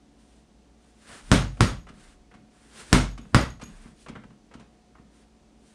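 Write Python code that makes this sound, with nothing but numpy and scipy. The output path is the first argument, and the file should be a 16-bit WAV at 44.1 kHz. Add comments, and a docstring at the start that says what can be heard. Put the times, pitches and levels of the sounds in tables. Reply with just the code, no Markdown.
"""A hollow plastic bat hits a free-standing rubber training dummy four times, in two forehand-backhand
pairs. Each swing rustles a shirt and pushes air; each blow cracks on the skin, thuds in the torso and
rings the barrel and a small cluttered room. The dummy rocks and glassware tinkles on the shelves.
Feet scuff and thump on the floorboards between and after the swings, over a faint appliance hum."""
import sys
import numpy as np
from scipy import signal
from scipy.fft import rfft, irfft, next_fast_len
from scipy.io import wavfile
from scipy.ndimage import uniform_filter1d

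SR = 44100
rng = np.random.default_rng(int(sys.argv[2]) if len(sys.argv) > 2 else 0)


def log_audio(samples):
    """Write samples as a 16-bit WAV file to the path given in sys.argv[1]."""
    # one column per channel
    frames = np.atleast_2d(samples).T
    # limit to full scale, then quantise
    limited = np.clip(frames, -1, 1)
    pcm = np.round(limited * 32767).astype(np.int16)
    wavfile.write(sys.argv[1], SR, pcm)


N = 253134
TIME = np.arange(N) / SR
RING_TIME, SHORT_TIME = TIME[:int(1.5 * SR)], TIME[:SR // 2]

# appliance tones: (frequency [Hz], level [dB])
HUM_TONES = [(59.2, -63), (220.7, -64.5), (285.3, -70), (328.4, -78.5), (581.4, -84), (726.7, -73.5),
             (6024, -86)]
# still air of the room: (frequency [Hz], gain [dB])
AIR_EQ = [(20, -12), (35, -10), (55, 2), (85, -18), (125, -8.5), (220, -5), (330, -9.5), (700, -17.5),
          (1400, -26), (6200, -31.5), (9800, -36), (11000, -50.5), (16000, -56.5)]
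# arms rubbing the shirt: (start [s], length [s], level [dB], flap offset [dB])
ARM_MOVES = [(0.18, 0.24, -70.5, -3.5), (0.825, 0.097, -68.5, -1.5), (0.966, 0.24, -65.5, -3),
             (1.081, .12, -54.5, 5), (1.952, 0.19, -62, 2.5), (2.54, 0.19, -66.5, 2),
             (2.77, 0.07, -46.5, 0.5), (3.639, 0.28, -64, 3.5), (4, .045, -56, -11),
             (5.132, .11, -67.5, -1), (5.628, 0.22, -66, -5)]
# bright slide of cloth: (frequency [Hz], gain [dB])
HISS_EQ = [(1000, -17), (3000, -0.5), (4500, -2), (6500, -4), (9600, -0.5), (10800, -19), (14500, -29),
           (16000, -47.5)]
# darker flap of loose cloth: (frequency [Hz], gain [dB])
FLAP_EQ = [(150, -1), (550, -3), (900, -4.5), (1600, -0.5), (3000, -11.5), (6000, -31.5), (12000, -40.5)]
# weight shifts that flex the floor: (time [s], level [dB])
LUNGES = [(1.235, -36.5), (2.01, -45.5), (2.885, -43), (3.712, -37.5)]
# bat hits: (time [s], height [0 belly to 1 shoulder], thud [dB], thud pitch [ratio], boom length [ratio],
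# crack [dB], crack treble [dB], barrel over crack [dB], barrel pitch [ratio], slap reverb send [dB],
# slap reverb treble [dB])
BLOWS = [(1.3161, 0.25, 0.5, 1.044, 1.54, -4, 2, 0, 0.97, 4.5, -1.5),
         (1.6074, 0.8, -2.5, 0.9, 1.46, -5, 0, 1.5, 0.89, -1.5, 0.5),
         (2.9289, 0.011, -0.5, 1.0, 1.4, 0, 4, 0, 1.0, 3, 1),
         (3.3463, 1, -2.5, 1.02, 1.37, -2.5, -1, 2.5, .9, 0.5, -2.5)]
# plastic slapping rubber: (frequency [Hz], gain [dB])
SLAP_EQ = [(150, -10.5), (500, 2), (800, 0), (1400, 2), (2600, -7), (5000, -7.5), (7000, -1), (9500, -4.5),
           (10800, -26.5), (14000, -28.5), (16000, -47)]
# extra colour of a slap on the hollow shoulder: (frequency [Hz], gain [dB])
SHOULDER_EQ = [(380, -3.5), (560, 4.5), (800, -6), (1200, 2), (1600, 2), (2200, 1), (2800, 1.5), (4100, 1),
               (5300, 2), (6700, -1), (8500, 0)]
# torso, stand and floor: (frequency [Hz], level at belly [dB], level at shoulder [dB], base t60 [s])
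BODY_MODES = [(48, -16, -29.5, 0.58), (61.34, -30, -16.5, 0.36), (93.6, -21.5, -26, 0.37),
              (124.3, -19.5, -22, 0.32), (120, -29, -7.5, 0.089), (133, -26, -31, 0.19),
              (186, -10.5, -18, 0.12), (216, -28, -29, 0.21), (250.5, -21.5, -25.5, 0.24),
              (306, -25, -24, 0.056), (319, -32.5, -30.5, 0.26), (387.4, -24.5, -21.5, 0.091)]
# hollow barrel of the bat: (frequency [Hz], level [dB], t60 [s])
BARREL_MODES = [(312, -11.5, 0.024), (610, -22.5, 0.01), (950, -18, 0.02), (1310, -3, 0.0067),
                (1530, -18, 0.013), (2135, -16, 0.031), (5414, -17, 0.018)]
# reflections off floor, ceiling and near wall: (delay [s], gain [ratio])
REFLECTIONS = [(.0028, 0.41), (0.0089, 0.25), (0.017, .22)]
# reverb tail: (frequency [Hz], level [dB], decay time [s])
ROOM_BANDS = [(60, -5.5, 0.15), (148, 5.5, 0.42), (303, 3, 0.3), (730, 0, 0.33), (1543, -1, 0.31),
              (3330, 2.5, 0.32), (7407, -12.5, 0.31), (14000, -1.5, .25)]
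# ring of the glassware: (frequency [Hz], level [dB], t60 [s])
GLASS_MODES = [(6700, -12, 0.15), (6660, -12.5, 0.15), (11200, -28, .11), (11330, -25.5, .11),
               (12770, -33.5, .11)]
# glasses touching: (time [s], level [dB])
CLINKS = [(1.40, -30.5), (1.445, -45), (1.48, -40.5), (1.674, -24), (3.041, -48), (3.114, -39),
          (3.214, -41.5), (3.41, -22), (3.503, -33.5), (3.637, -28)]
# a planted foot shifting: (time [s], scrape [dB], treble [dB], length [s], weight [dB])
SHUFFLES = [(1.571, -36, -5, .02, -41), (3.176, -35, 4.5, 0.037, -32), (3.251, -42, -17, 0.017, -40),
            (3.843, -46.5, -13, 0.093, -35.5), (4.152, -31, -12, 0.043, -42),
            (4.236, -38.5, -7, 0.027, -37.5), (4.3, -50, -3, .054, -43), (4.594, -41.5, 1.5, 0.06, -51)]
# heel, then flat sole: (sole time [s], heel lead [s], heel [dB], sole [dB], treble [dB], weight [dB])
STEPS = [(1.886, 0.018, -37.5, -38, 2, -35.5), (2.338, 0.026, -42, -41.5, -1, -40.5),
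         (3.613, 0.017, -38.5, -31.5, 5.5, -29.5), (4.083, 0.022, -34.5, -31.5, 2.5, -29),
         (4.537, 0.026, -41, -37, 2, -34), (4.982, .033, -44, -45.5, -17, -39.5)]
# sole scraping the floor: (frequency [Hz], gain [dB])
SOLE_EQ = [(100, 8.5), (300, 4), (550, 7.5), (850, 5), (1250, 7.5), (1700, 2), (2500, -0.5), (4000, -8.5),
           (9500, -15.5), (11000, -35.5), (16000, -58)]
# floorboards: (frequency [Hz], level [dB], t60 [s])
BOARD_MODES = [(60, -9.5, 0.25), (126.9, -15, 0.16), (185.1, 2, 0.035), (216.4, 0, 0.074),
               (279, -16.5, 0.033), (398, -11.5, 0.055)]


def amp(db):
    """Decibels to gain."""
    return 10 ** (np.asarray(db) / 20)


def unit(x):
    """Scale to rms 1."""
    return x / np.sqrt(np.mean(x ** 2))


def add(track, s, sound):
    """Mix a sound into a track at s seconds."""
    i = max(int(s * SR), 0)
    track[i:i + len(sound)] += sound[:N - i]


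def eq(x, points):
    """Minimum-phase EQ through (frequency [Hz], gain [dB]) points: nothing rings ahead of an attack."""
    size = next_fast_len(2 * len(x))
    size += size % 2
    hz, db = np.transpose(points)
    log_hz = np.log(np.arange(size // 2 + 1) * SR / size + 1)
    cepstrum = irfft(np.log(amp(np.interp(log_hz, np.log(hz), db))))
    cepstrum[1:size // 2] *= 2
    cepstrum[size // 2 + 1:] = 0
    return irfft(rfft(x, size) * np.exp(rfft(cepstrum)))[:len(x)]


def high_shelf(x, treble_db):
    """Treble up for a hard contact, down for a soft one."""
    return eq(x, [(2000, 0.0011), (6000, treble_db)])


def noise(points):
    """Coloured noise at rms 1."""
    return unit(eq(rng.standard_normal(N), points))


def drift(rate_hz):
    """Smooth random modulation at rms 1."""
    hold = int(SR / rate_hz)
    stairs = np.repeat(rng.standard_normal(N // hold + 1), hold)
    return unit(uniform_filter1d(stairs, hold)[:N])


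def ease(t, seconds):
    """A smooth rise from 0 to 1 around t = 0."""
    return (1 + np.tanh(t / seconds)) / 2


def fade(t, t60):
    """Exponential decay by 60 dB in t60."""
    return np.exp(-np.log(1000) * t / t60)


def ring(modes, pitch=1, length=1):
    """Damped modes, all struck at once."""
    return sum(amp(db) * np.sin(2 * np.pi * hz * pitch * RING_TIME) * fade(RING_TIME, t60 * length)
               for hz, db, t60 in modes)


def burst(decay_s):
    """A short noise transient with an even spectrum and unit energy."""
    envelope = fade(SHORT_TIME, decay_s)
    spectrum = rfft(rng.standard_normal(len(SHORT_TIME)) * envelope)
    even = irfft(spectrum / abs(spectrum), len(SHORT_TIME)) * np.sqrt(envelope)
    return even / np.linalg.norm(even)


def room_tone(hum_db=-1, air_db=-59, waver_db=1.8, wander_cycles=0.1):
    """The bed: a wavering appliance hum over the still air of the room."""
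    hum = 0
    for hz, db in HUM_TONES:
        peak = amp(db + waver_db * drift(4.9)) * np.sqrt(2)
        cycles = hz * TIME + rng.random() + wander_cycles * drift(10)
        hum += peak * np.sin(2 * np.pi * cycles)
    return amp(hum_db) * hum + amp(air_db) * noise(AIR_EQ)


def shirt_rustle(hiss_db=1, flap_db=0.5, flutter_db=1, attack_s=0.04, release_s=0.031):
    """Cloth slides on cloth with each arm movement: it swells, holds and dies away."""
    hiss, flap = np.zeros((2, N))
    for s, length, db, loose_db in ARM_MOVES:
        rub = amp(db) * ease(TIME - s, attack_s) * ease(s + length - TIME, release_s)
        hiss += rub
        flap += amp(loose_db) * rub
    cloth = amp(hiss_db) * hiss * noise(HISS_EQ) + amp(flap_db) * flap * noise(FLAP_EQ)
    return cloth * amp(flutter_db * drift(55))


def swings(whoosh_db=-27, whoosh_s=0.0091, swish_db=-50, swish_s=0.12, shoulder_db=-16):
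    """Air rushes as the bat speeds up and cuts at contact; long swings at the belly swish the most."""
    whoosh, swish = np.zeros((2, N))
    for s, height, *_ in BLOWS:
        whoosh += np.exp(-abs(TIME - s) / whoosh_s) * (TIME < s)
        swish += np.exp(-abs(TIME - s) / swish_s) * (TIME < s) * amp(shoulder_db * height)
    rush = noise([(20, -11.5), (60, -2), (220, 2), (500, -19), (1500, -26.5), (5000, -49),
                  (12000, -71.5)])
    return amp(whoosh_db) * whoosh * rush + amp(swish_db) * swish * (noise(HISS_EQ) + noise(FLAP_EQ))


def floor_flex(flex_hz=34, t60_s=0.63, rise_s=0.013):
    """The whole floor gives under each lunge with a soft sub-bass throb."""
    out = np.zeros(N)
    for s, db in LUNGES:
        add(out, s, ring([(flex_hz, db, t60_s)]) * (1 - np.exp(-RING_TIME / rise_s)))
    return out


def crack(snap_s=0.0001, snap_db=7, crush_s=0.013, crush_db=10, release_s=0.004, release_db=4):
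    """Air snaps out from between bat and skin, the skin crushes, and a smaller snap ends the contact."""
    u = SHORT_TIME / snap_s - 2
    snap = 2 * u * np.exp(-u ** 2)
    release = np.interp(SHORT_TIME - release_s, SHORT_TIME, burst(release_s), left=0)
    return eq(amp(snap_db) * snap + amp(crush_db) * burst(crush_s) + amp(release_db) * release, SLAP_EQ)


def slap_tone(x, height, treble_db):
    """Colour a slap by where and how hard it lands."""
    hollow = eq(x, [(hz, height * db) for hz, db in SHOULDER_EQ])
    return high_shelf(hollow, treble_db)


def thud(height, pitch, length, dent_s=0.0032, dent_db=-5, rebound_s=0.0056, rebound_db=-14,
         lag_s=0.0035, settle_s=0.22):
    """The torso dents (a dip in pressure) and springs back; the blow's height sets which modes boom."""
    dent = np.sin(np.pi * np.clip(RING_TIME / dent_s, 0, 1))
    rebound = np.sin(np.pi * np.clip((RING_TIME - dent_s) / rebound_s, 0, 1))
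    punch = amp(rebound_db) * rebound - amp(dent_db) * dent
    modes = [(hz, belly_db + height * (shoulder_db - belly_db), t60)
             for hz, belly_db, shoulder_db, t60 in BODY_MODES]
    # the boom holds briefly, then dies away faster
    boom = ring(modes, pitch, length) * np.exp(-(RING_TIME / (settle_s * length)) ** 3)
    return punch, np.interp(RING_TIME - lag_s, RING_TIME, boom, left=0)


def bat_hits(slap_send_db=16.5, barrel_send_db=-3, diffuse_hz=130):
    """Each blow layers punch, barrel ring and crack up front, with the boom and the room behind."""
    direct, tails = np.zeros((2, N))
    # a small room is diffuse only above its lowest few modes
    low_cut = signal.butter(2, diffuse_hz, "high", fs=SR, output="sos")
    for (s, height, thud_db, pitch, length, crack_db, treble_db,
         barrel_db, barrel_pitch, room_db, room_treble_db) in BLOWS:
        punch, boom = amp(thud_db) * np.array(thud(height, pitch, length))
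        barrel = amp(crack_db + barrel_db) * ring(BARREL_MODES, barrel_pitch)
        add(direct, s, punch + barrel)
        add(direct, s, amp(crack_db) * slap_tone(crack(), height, treble_db))
        add(tails, s, boom)
        add(tails, s, reverb(signal.sosfilt(low_cut, punch) + amp(barrel_send_db) * barrel))
        # the slap radiates all round, so the room receives its smooth overall colour
        slap_tail = slap_tone(eq(room_response(), SLAP_EQ), height, room_treble_db)
        add(tails, s, amp(slap_send_db + room_db) * slap_tail)
    return direct + early_reflections(direct) + tails


def early_reflections(x):
    """First bounces off the nearest surfaces, dulled by furniture."""
    early = sum(gain * np.interp(TIME - delay, TIME, x, left=0) for delay, gain in REFLECTIONS)
    return eq(early, [(300, 3), (1200, -4.5), (8000, -5.5)])


def room_response(build_s=0.0041, bend=1.24, scatter_db=3):
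    """A dense room tail, shaped to hold briefly and then fall faster; its grain is new each time."""
    hz, db, decay_s = np.transpose(ROOM_BANDS)
    grains, sizes = rng.standard_normal((2, len(SHORT_TIME)))
    spectrum = rfft(unit(grains * amp(scatter_db * sizes)))
    log_hz = np.log(np.arange(len(spectrum)) * SR / len(SHORT_TIME) + 1)
    attack = 1 - np.exp(-(SHORT_TIME / build_s) ** 2)
    tail = 0
    for share, band_db, band_s in zip(np.eye(len(hz)), db, decay_s):
        envelope = attack * fade((SHORT_TIME / band_s) ** bend, 0.94)
        band = irfft(spectrum * np.interp(log_hz, np.log(hz), share), len(SHORT_TIME))
        tail += amp(band_db) * band * envelope / np.linalg.norm(envelope)
    return tail


def reverb(x):
    """The room's tail for a sound, fully wet."""
    return signal.fftconvolve(x, room_response())[:N]


def dummy_rocking(sway_db=-48, rise_s=0.058, t60_s=1.9):
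    """The dummy sways on its base after each blow and rumbles through the floor."""
    since_hit = np.maximum(TIME - np.array(BLOWS)[:, :1], 0)
    sway = np.sum((1 - np.exp(-since_hit / rise_s)) * fade(since_hit, t60_s), axis=0)
    rumble = noise([(12, -21), (30, -1), (45, -5), (70, -19), (130, -15), (260, -26.5), (700, -50),
                    (4000, -79.5)])
    return amp(sway_db) * sway * rumble


def glass_chatter(count=7, level_db=-46, lag_s=0.027, spread_s=0.15, detune=0.0065):
    """After each blow, glasses on the shelves chatter faintly at random."""
    out = np.zeros(N)
    for s, *_ in BLOWS:
        for when, pitch, size in rng.random((count, 3)):
            jingle = ring(GLASS_MODES, 1 + detune * (2 * pitch - 1), length=0.4)
            add(out, s + lag_s + spread_s * when, amp(level_db) * 2 * size * jingle)
    return out


def glass_clinks(tick_db=10, send_db=-2, detune=0.0042):
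    """Shaken shelves make glasses touch: a small tick and a high ring."""
    out = np.zeros(N)
    for s, db in CLINKS:
        tick = eq(burst(0.03), [(1500, -24), (5000, 4.5), (9000, -5), (12000, -9), (16000, -29.5)])
        add(out, s, amp(db) * ring(GLASS_MODES, 1 + detune * rng.standard_normal()))
        add(out, s, amp(db + tick_db) * tick)
    return out + amp(send_db) * reverb(out)


def foot_scuffs(level_db=-1, grit_db=4, attack_share=0.08, heel_s=0.038, sole_s=0.041,
                heel_treble_db=-9, send_db=-6):
    """Shoes scrape grittily on the floor: shuffles, and steps with a dull heel ahead of the sole."""
    out = np.zeros(N)
    scuffs = [row[:-1] for row in SHUFFLES]
    for s, lead_s, heel_db, sole_db, treble_db, _ in STEPS:
        scuffs.append((s - lead_s, heel_db, treble_db + heel_treble_db, heel_s))
        scuffs.append((s, sole_db, treble_db, sole_s))
    for s, db, treble_db, length in scuffs:
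        grains, sizes = rng.standard_normal((2, len(SHORT_TIME)))
        envelope = (1 - np.exp(-SHORT_TIME / (attack_share * length))) * fade(SHORT_TIME, 2 * length)
        scrape = amp(db + level_db) * high_shelf(grains * amp(grit_db * sizes) * envelope, treble_db)
        add(out, s, scrape)
        add(out, s, amp(send_db) * reverb(scrape))
    return eq(out, SOLE_EQ)


def foot_thumps(level_db=-2, lag_s=0.016, attack_s=0.0015, detune=0.03, send_db=-5):
    """Just after the sole scrapes, the weight comes down and rings the boards."""
    out = np.zeros(N)
    attack = 1 - np.exp(-RING_TIME / attack_s)
    for s, *_, weight_db in STEPS + SHUFFLES:
        boards = ring(BOARD_MODES, 1 + detune * rng.standard_normal())
        add(out, s + lag_s, amp(weight_db + level_db) * boards * attack)
    return out + amp(send_db) * reverb(out)


def scene(clink_db=-7, chatter_db=2):
    """The mono mix: shelves, bat and dummy, and the player's movement over the room tone."""
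    shelves = amp(clink_db) * glass_clinks() + amp(chatter_db) * reverb(glass_chatter())
    strikes = bat_hits() + dummy_rocking() + swings()
    player = foot_scuffs() + foot_thumps() + floor_flex() + shirt_rustle()
    return (shelves + strikes + player + room_tone())[None]


def record(dry, low_cut_hz=27, high_cut_hz=15600):
    """The microphone drops the deepest bass, rounds the highest peaks, dulls and cuts the top."""
    x = signal.sosfilt(signal.butter(2, low_cut_hz, "high", fs=SR, output="sos"), dry[0])
    x = x / (1 + x ** 6) ** (1 / 6)  # soft clip
    x = eq(x, [(10000, -0.5), (13000, -2), (16000, -6.5)])
    return signal.sosfilt(signal.ellip(8, 0.2, 90, high_cut_hz, fs=SR, output="sos"), x)[None]


dry = scene()
out = record(dry)
log_audio(out)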